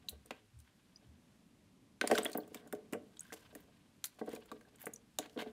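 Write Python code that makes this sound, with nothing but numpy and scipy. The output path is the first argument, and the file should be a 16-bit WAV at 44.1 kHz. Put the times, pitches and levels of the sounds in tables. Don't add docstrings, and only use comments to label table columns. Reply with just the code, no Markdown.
import sys
import numpy as np
from scipy import signal
from scipy.fft import rfft, irfft, next_fast_len
from scipy.io import wavfile
from scipy.ndimage import map_coordinates

SR = 44100
rng = np.random.default_rng(int(sys.argv[2]) if len(sys.argv) > 2 else 0)


def materialize(psi):
    bounded = np.clip(np.atleast_2d(psi).T, -1, 1)
    quanta = np.round(bounded * 32767).astype(np.int16)
    wavfile.write(sys.argv[1], SR, quanta)


N = 243431


def amp(db):
    return 10 ** (np.asarray(db) / 20)


def unit(x):
    return x / np.sqrt(np.mean(x ** 2) + 1e-20)


def seconds(size):
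    return np.arange(size) / SR


def along(points, hz):
    f, v = np.transpose(points)
    return np.interp(np.log(hz + 1), np.log(f + 1), v)


def curves(rows):
    s, *cols = np.transpose(rows)
    return [np.interp(seconds(N), s, c) for c in cols]


def wobble(knots_per_s):
    knots = rng.standard_normal(int(N * knots_per_s / SR) + 4)
    return map_coordinates(knots, [np.arange(N) * knots_per_s / SR])


def filtered(x, response):
    m = next_fast_len(len(x) + 2048)
    spectrum = rfft(x, m) * response(np.fft.rfftfreq(m, 1 / SR))
    return irfft(spectrum, m)[:len(x)]


def noise(spectrum, size=N):
    white = rng.standard_normal(size)
    return unit(filtered(white, lambda hz: amp(along(spectrum, hz))))


def add(track, s, sound):
    part = track[round(s * SR):][:len(sound)]
    part += sound[:len(part)]


def fade(t, t60, attack):
    return amp(-60 * t / t60) * (1 - np.exp(-t / attack))


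def above(db, quiet_db):
    excess_power = amp(2 * db) - amp(2 * quiet_db)
    return 10 * np.log10(np.maximum(excess_power, 1e-12))


def shaped(x, shape):
    burst = shape * x
    return burst * np.linalg.norm(shape) / np.linalg.norm(burst) / 2


# f/Hz, relative level/dB
HUM_SPECTRUM = [(15, -57.5), (25, -24.5), (107, -5.5), (166, -1), (223, 1.5), (399, -11.5), (525, -16.5),
                (588, -14.5), (750, -21), (1200, -23), (1560, -73), (2640, -120)]
HISS_SPECTRUM = [(300, -8.5), (800, 3), (2700, 2.5), (5500, -2.5), (9600, -4.5), (12500, -9.5), (13300, -7),
                 (13800, -45.5)]
RUMBLE_SPECTRUM = [(25, -18.5), (50, -5), (75, -2), (120, -1), (160, -31.5), (250, -81)]
# t/s, peak level/dB, f/Hz
THUDS = [(0.118, -53.5, 71), (.529, -56.5, 114.7), (0.559, -55, 74), (1.04, -61.5, 118),
         (1.073, -57.5, 77.3), (2.11, -60.5, 74), (2.932, -61, 99.4)]
THUD_SWELL_S = .024


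def background():
    out = amp(-70 + 2.6 * wobble(2.495)) * noise(HUM_SPECTRUM)
    t = seconds(SR // 3)
    for s, db, hz in THUDS:
        swell = t / THUD_SWELL_S * np.exp(1 - t / THUD_SWELL_S)
        add(out, s, amp(db) * swell * np.sin(2 * np.pi * hz * t))
    hiss = amp(-76.5 + 0.46 * wobble(7.4)) * noise(HISS_SPECTRUM)
    rumble = amp(-77.0 + 2.4 * wobble(3.93)) * noise(RUMBLE_SPECTRUM)
    return out + hiss + rumble


# t/s, slosh level/dB, shell murmur level/dB (before the quiet is taken off)
STIR = [(0, -77, -68), (.26, -77, -73), (.81, -78, -74), (1.92, -79, -73), (2.06, -79, -73),
        (2.18, -57, -48), (2.24, -57, -49), (2.37, -70, -60), (2.69, -77, -68), (3.0, -78, -73),
        (3.23, -75, -69), (3.37, -67, -69), (3.47, -71, -66), (3.64, -76, -70), (4.0, -78, -74),
        (4.27, -72, -71), (4.57, -75, -67), (4.8, -77, -73), (5.23, -77, -73), (5.38, -71, -68),
        (5.52, -75, -61)]
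# f/Hz, relative level/dB
SLOSH_SPECTRUM = [(700, -8.5), (1000, 3.5), (1400, -4.5), (1570, 5), (1750, -4), (3000, 1), (5000, -7.5),
                  (7000, -35.5)]
SPRAY_SPECTRUM = [(2500, -19.5), (4500, 15.5), (8000, 14.5), (13000, 12.5), (16000, 4.5)]
QUIET_SLOSH_DB = -79
PATTER_DB, PATTER_DB_PER_DB = -76, .95


def water():
    slosh_db = above(curves(STIR)[0], QUIET_SLOSH_DB)
    spray_db = PATTER_DB + PATTER_DB_PER_DB * (slosh_db + 70)
    slosh = unit(amp(5.2 * wobble(70)) * noise(SLOSH_SPECTRUM))
    spray = unit(amp(3.6 * wobble(160) + 2.5 * wobble(30)) * noise(SPRAY_SPECTRUM))
    return amp(slosh_db) * slosh + amp(spray_db) * spray


# t/s, peak level/dB before the bass cut, upper modes re lower/dB, base t60/s
BUMPS = [(.126, -50.5, 2, .058), (.254, -54, -9, .11), (.308, -38, -2, .058), (1.023, -56.5, 4, .067),
         (2.014, -28, -5, .075), (2.039, -22.5, 4, .07), (2.1, -25, 3, .085), (2.115, -15, 1, .06),
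         (2.124, -17, -8, .045), (2.185, -25, 2, .085), (2.255, -28, 9, .058), (2.353, -24, -2, .047),
         (2.381, -28, 2, .06), (2.475, -49, -3, .07), (2.515, -44, -9, .075), (2.549, -37.5, -4, .07),
         (2.663, -45, 3, .05), (2.729, -27, -2.5, .06), (2.927, -26.5, -15, .045), (2.934, -34, -1.5, .06),
         (2.947, -30, -3, .07), (3.323, -39, 4, .052), (3.339, -42, 4, .035), (3.525, -49, -3, .12),
         (3.555, -37, -4.5, .056), (4.187, -49, 8, .1), (4.213, -28, -1, .065), (4.272, -42, 8, .06),
         (4.278, -30.5, -3.5, .075), (4.332, -31, -8, .054), (4.363, -43, 5, .09), (4.518, -38.5, -7, .085),
         (4.732, -57.5, -8, .062), (4.838, -49, 12, .08), (4.867, -34, -1, .064), (5.188, -30, 5, .07),
         (5.257, -49, -9, .075), (5.362, -31.5, -10, .1), (5.374, -28, -5, .07), (5.389, -38, 5, .12),
         (5.419, -35, -1, .085), (5.461, -36, -4, .05), (5.468, -36, -4, .06)]
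# nominal f/Hz, mean level/dB, share of a bump's base t60
SHELL_MODES = [(121.5, -16.5, 1.8), (182, -15.5, 1.8), (230, -3, 1.99), (266, -3, 1.15),
               (303.2, -2.5, 1.26), (430.1, -3.5, 1.83), (479.2, -1.5, 1.02), (589.3, -3, 0.83),
               (631.6, -5, 0.88), (727, -3, 0.81), (911, -13, 0.62), (1139, -11.5, 0.5),
               (1545, -10.5, 0.46), (1927, -14, 0.31)]
BUMP_RISE_S = .0017
QUIET_MURMUR_DB = -72.5


def shell_response(f):
    total = 0
    for k, (hz, db, _) in enumerate(SHELL_MODES):
        total = total + (-1) ** k * amp(db) * 1j * f * 40 / (hz * hz - f * f + 1j * f * 40)
    return total


def shell():
    out, t = np.zeros(N), seconds(SR // 4)
    hz, mode_db, share = np.transpose(SHELL_MODES)[:, :, None]
    for s, db, upper_db, t60 in BUMPS:
        strength_luck, pitch_luck = rng.standard_normal((2, len(hz), 1))
        strength = amp(mode_db + 0.97 * strength_luck + upper_db * (hz > 520))
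        phase = 2 * np.pi * hz * (1 + 0.014 * pitch_luck) * t + 1.026 * pitch_luck
        ring = (strength * fade(t, t60 * share, BUMP_RISE_S) * np.sin(phase)).sum(axis=0)
        add(out, s, amp(db) * ring / np.abs(ring).max())
    shuffle = rng.standard_normal(N) * amp(6.7 * wobble(45))
    murmur = unit(filtered(shuffle, shell_response))
    return out + amp(above(curves(STIR)[1], QUIET_MURMUR_DB)) * murmur


# t/s, spray level/dB, spray centre f/Hz, smack re spray/dB,
# spray fall-off below centre/(dB per octave), spike t60/s
SLAPS = [(.0858, -33, 4000, -25, 18, .009), (.0917, -33, 11500, -30.5, 14, .017),
         (.2589, -51, 7800, -11, 12, .011), (.3075, -39, 3280, 9, 12, .011),
         (.589, -59, 8040, -25, 16, .015), (.601, -53, 9000, -23, 8, .011),
         (2.0122, -22, 3470, 0, 15, .006), (2.0745, -25, 4500, -9, 6, .009),
         (2.1125, -28, 5500, 8, 10, .011), (2.15, -33.5, 4170, -15, 14, .014),
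         (2.154, -32, 4400, -3, 10, .011), (2.1778, -24, 3100, -3, 16, .007),
         (2.1828, -25, 4500, 2, 4, .011), (2.232, -42, 10000, -3, 5, .013),
         (2.248, -30, 10500, -16, 9, .013), (2.255, -46, 3335, 21, 22, .011),
         (2.297, -47, 9500, -6, 5, .011), (2.3165, -42, 6000, -19, 6, .012),
         (2.3305, -37, 4580, -30, 11, .011), (2.349, -48, 12000, 8, 8, .007),
         (2.3752, -24, 13800, -28, 34, .004), (2.4768, -53, 13300, -6, 6, .012),
         (2.545, -35, 6000, -5, 2, .011), (2.674, -54, 7500, -6, 8, .015),
         (2.7257, -34, 13500, -4, 5, .008), (2.7484, -51, 4050, -10, 6, .011),
         (2.9253, -40, 3700, -9, 5, .006), (2.933, -36, 9000, 5, 9, .008),
         (3.1687, -50, 3300, -12, 25, .02), (3.1935, -45, 7500, -35, 16, .008),
         (3.2064, -42, 8600, -30, 26, .008), (3.3224, -50, 6000, 11, 6, .011),
         (3.328, -38, 4600, -6, 10, .01), (3.3375, -44, 9000, -20, 7, .016),
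         (3.5506, -40, 13500, -6, 5, .013), (3.6048, -55, 14100, -10, 18, .011),
         (4.041, -27, 5000, -16, 6, .013), (4.0461, -32, 13910, -20, 10, .007),
         (4.0534, -30, 12500, -38, 8, .016), (4.1923, -52, 4540, 3, 12, .012),
         (4.2605, -56, 9000, -4, 4, .014), (4.2919, -47, 9000, -1, 2, .008),
         (4.3163, -51, 3500, 0, 8, .009), (4.3317, -48, 9000, 0, 3, .01), (4.3497, -42, 7500, -16, 4, .012),
         (4.361, -50, 4000, -4, 11, .01), (4.457, -54, 13000, -4, 4, .013), (4.5154, -45, 4500, 8, 6, .012),
         (4.6095, -58, 5000, 2, 5, .012), (4.7574, -56, 9000, -10, 8, .012),
         (4.7984, -52, 13500, -12, 25, .008), (4.8075, -45, 13500, -11, 20, .008),
         (4.816, -40.5, 13400, -11, 16, .01), (4.827, -43, 13300, -14, 22, .012),
         (4.856, -37, 9800, -35, 20, .011), (4.8677, -39, 14040, 4, 9, .012),
         (4.9352, -40, 9500, -35, 15, .011), (4.9592, -49, 6800, -35, 24, .013),
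         (5.1865, -22, 4800, -14, 6, .007), (5.2594, -49.5, 3320, 3, 13, .01),
         (5.296, -52, 4200, -20, 16, .01), (5.375, -45, 3050, 4, 20, .015),
         (5.39, -39.5, 3300, 1, 20, .013), (5.4015, -48, 3910, -3, 14, .011),
         (5.419, -44, 3300, 4, 10, .015), (5.4725, -54, 3130, -8, 22, .016)]
# f/Hz, relative level/dB
SMACK_SPECTRUM = [(600, -8), (1300, 5.5), (2700, -6), (4000, -20.5), (8000, -38), (16000, -33.5)]
# f/Hz, gain/dB
HOOD_DIPS = [(3800, 0), (5300, -5), (7000, 0), (10300, 0), (11500, -6), (12800, 0), (14300, 0), (16000, -8)]
SLAP_RISE_S, TAIL_T60_RATIO, TAIL_DB, HOOD_ECHO_DB = .001, 5, -16, -8.5
FALL_OFF_RATIO = .9


def slaps():
    out, t = np.zeros(N), seconds(SR // 8)
    for s, db, hz, smack_db, steep_db, t60 in SLAPS:
        tail = amp(TAIL_DB) * fade(t, TAIL_T60_RATIO * t60, SLAP_RISE_S)
        shape = fade(t, t60, SLAP_RISE_S) + tail
        shape = shape / shape.max()
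        fling = [(hz / 8, -3 * steep_db), (hz, 0), (hz * 8, -3 * FALL_OFF_RATIO * steep_db)]
        spray = shaped(noise(fling, size=len(t)), shape)
        smack = shaped(noise(SMACK_SPECTRUM, size=len(t)), shape)
        burst = amp(db) * (spray + amp(smack_db) * smack)
        add(out, s, burst)
        add(out, s + rng.uniform(0.00017, 0.00056), amp(HOOD_ECHO_DB) * burst)
    return filtered(out, lambda f: amp(along(HOOD_DIPS, f)))


# t/s, level/dB before the envelope, starting f/Hz
DROPS = [(0.086, -28, 3920), (.9595, -42, 4930), (.963, -52, 5900), (.97, -53, 5950), (2.014, -22, 1520),
         (2.074, -21.5, 9240), (2.153, -25.5, 1527), (2.169, -36, 7350), (2.232, -27, 8100),
         (2.248, -23, 9730), (2.254, -35, 2580), (2.262, -24, 3330), (2.404, -49, 4340), (2.434, -55, 3300),
         (2.572, -47, 3640), (3.171, -48, 7840), (3.194, -31.5, 6660), (3.207, -30, 8200),
         (3.214, -57, 1510), (3.232, -44, 10200), (3.253, -53, 1570), (3.304, -46.5, 1610),
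         (4.041, -36, 3380), (4.041, -26.5, 6940), (4.362, -46, 2430), (4.519, -40, 1140),
         (4.612, -56, 1570), (4.651, -57, 1640), (4.759, -49, 8200), (4.938, -33, 6700), (4.96, -39, 5950)]
BUBBLE_T60_S, BUBBLE_SHRINK = 0.049, 0.59


def drops():
    out, t = np.zeros(N), seconds(SR // 8)
    for s, db, hz in DROPS:
        t60 = BUBBLE_T60_S * (hz / 1000) ** -BUBBLE_SHRINK
        collapse = np.exp(-(t / (0.27 * t60)) ** 2)
        tone = np.sin(2 * np.pi * hz * (t + .012 * t * t / t60))
        add(out, s, amp(db) * fade(t, t60, 0.0007) * collapse * tone)
    return out


# start t/s, end t/s, feather level/dB before the swell, spray re feathers/dB
RUFFLES = [(0.092, 0.093, -55, 9), (0.322, 0.411, -70, -26), (0.64, 0.718, -75.5, -20),
           (1.001, 1.073, -80, -21), (3.565, 3.638, -71, -6), (0.588, 0.628, -84, 6),
           (2.019, 2.095, -53, -14), (2.095, 2.207, -50, -5), (2.221, 2.302, -58, -6),
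           (2.535, 2.619, -63.5, -9), (3.2, 3.356, -70, -6), (3.327, 3.35, -57, 1.5),
           (3.36, 3.514, -79.5, -7), (4.051, 4.074, -64, 12.5), (4.188, 4.212, -64.5, -4.5),
           (4.285, 4.391, -61.5, -6.5), (4.784, 4.884, -65, -5), (5.205, 5.271, -57.5, -25),
           (5.381, 5.439, -47, -17), (5.453, 5.513, -66, -18)]
# f/Hz, relative level/dB
FEATHER_SPECTRUM = [(500, -22), (1000, 1), (1350, -9), (1570, 4.5), (1800, -4), (2100, -0.5), (2500, -7),
                    (3100, -2), (3800, -7), (4500, -12), (6000, -24), (9000, -25.5)]


def ruffles():
    out, t = np.zeros(N), seconds(SR // 4)
    for start, end, db, spray_db in RUFFLES:
        progress = np.minimum(t / (end - start), 1)
        swell = np.abs(np.sin(np.pi * progress ** 0.74)) ** 0.73
        knots = rng.standard_normal(SR // 200)
        grain = unit(amp(3 * map_coordinates(knots, [t * 600])))
        feathers = noise(FEATHER_SPECTRUM, size=len(t))
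        spray = amp(spray_db) * noise(SPRAY_SPECTRUM, size=len(t))
        add(out, start, amp(db) * swell * grain * (feathers + spray))
    return out


# f/Hz, t60/s
ROOM_T60 = [(200, 0.56), (1000, 0.24), (4000, 0.22), (12000, 0.11)]


def room(x):
    out, step = np.zeros(N), SR // 4
    for start in range(0, N, step):
        hz, t, z = signal.stft(rng.standard_normal(SR // 3), SR, nperseg=256)
        decay = amp(-60 * t / along(ROOM_T60, hz)[:, None])
        tail = signal.istft(z * decay, SR, nperseg=256)[1]
        reply = signal.fftconvolve(x[start:start + step], tail / np.linalg.norm(tail))
        add(out, start / SR + .004, reply)
    return out


def scene():
    tub, wet, plinks = shell(), slaps() + ruffles(), drops()
    faint = amp(-23) * plinks
    near = tub + wet + plinks + room(amp(-13) * tub + amp(-15) * wet + faint)
    near = filtered(near, lambda hz: (1j * hz / (150 + 1j * hz)) ** 4)
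    return (near + water() + background())[None]


TOP_HZ, EDGE_WIDTH_HZ = 15900, 300


def record(dry):
    return filtered(dry[0], lambda hz: np.clip((TOP_HZ - hz) / EDGE_WIDTH_HZ, 0, 1))[None]


dry = scene()
out = record(dry)
materialize(out)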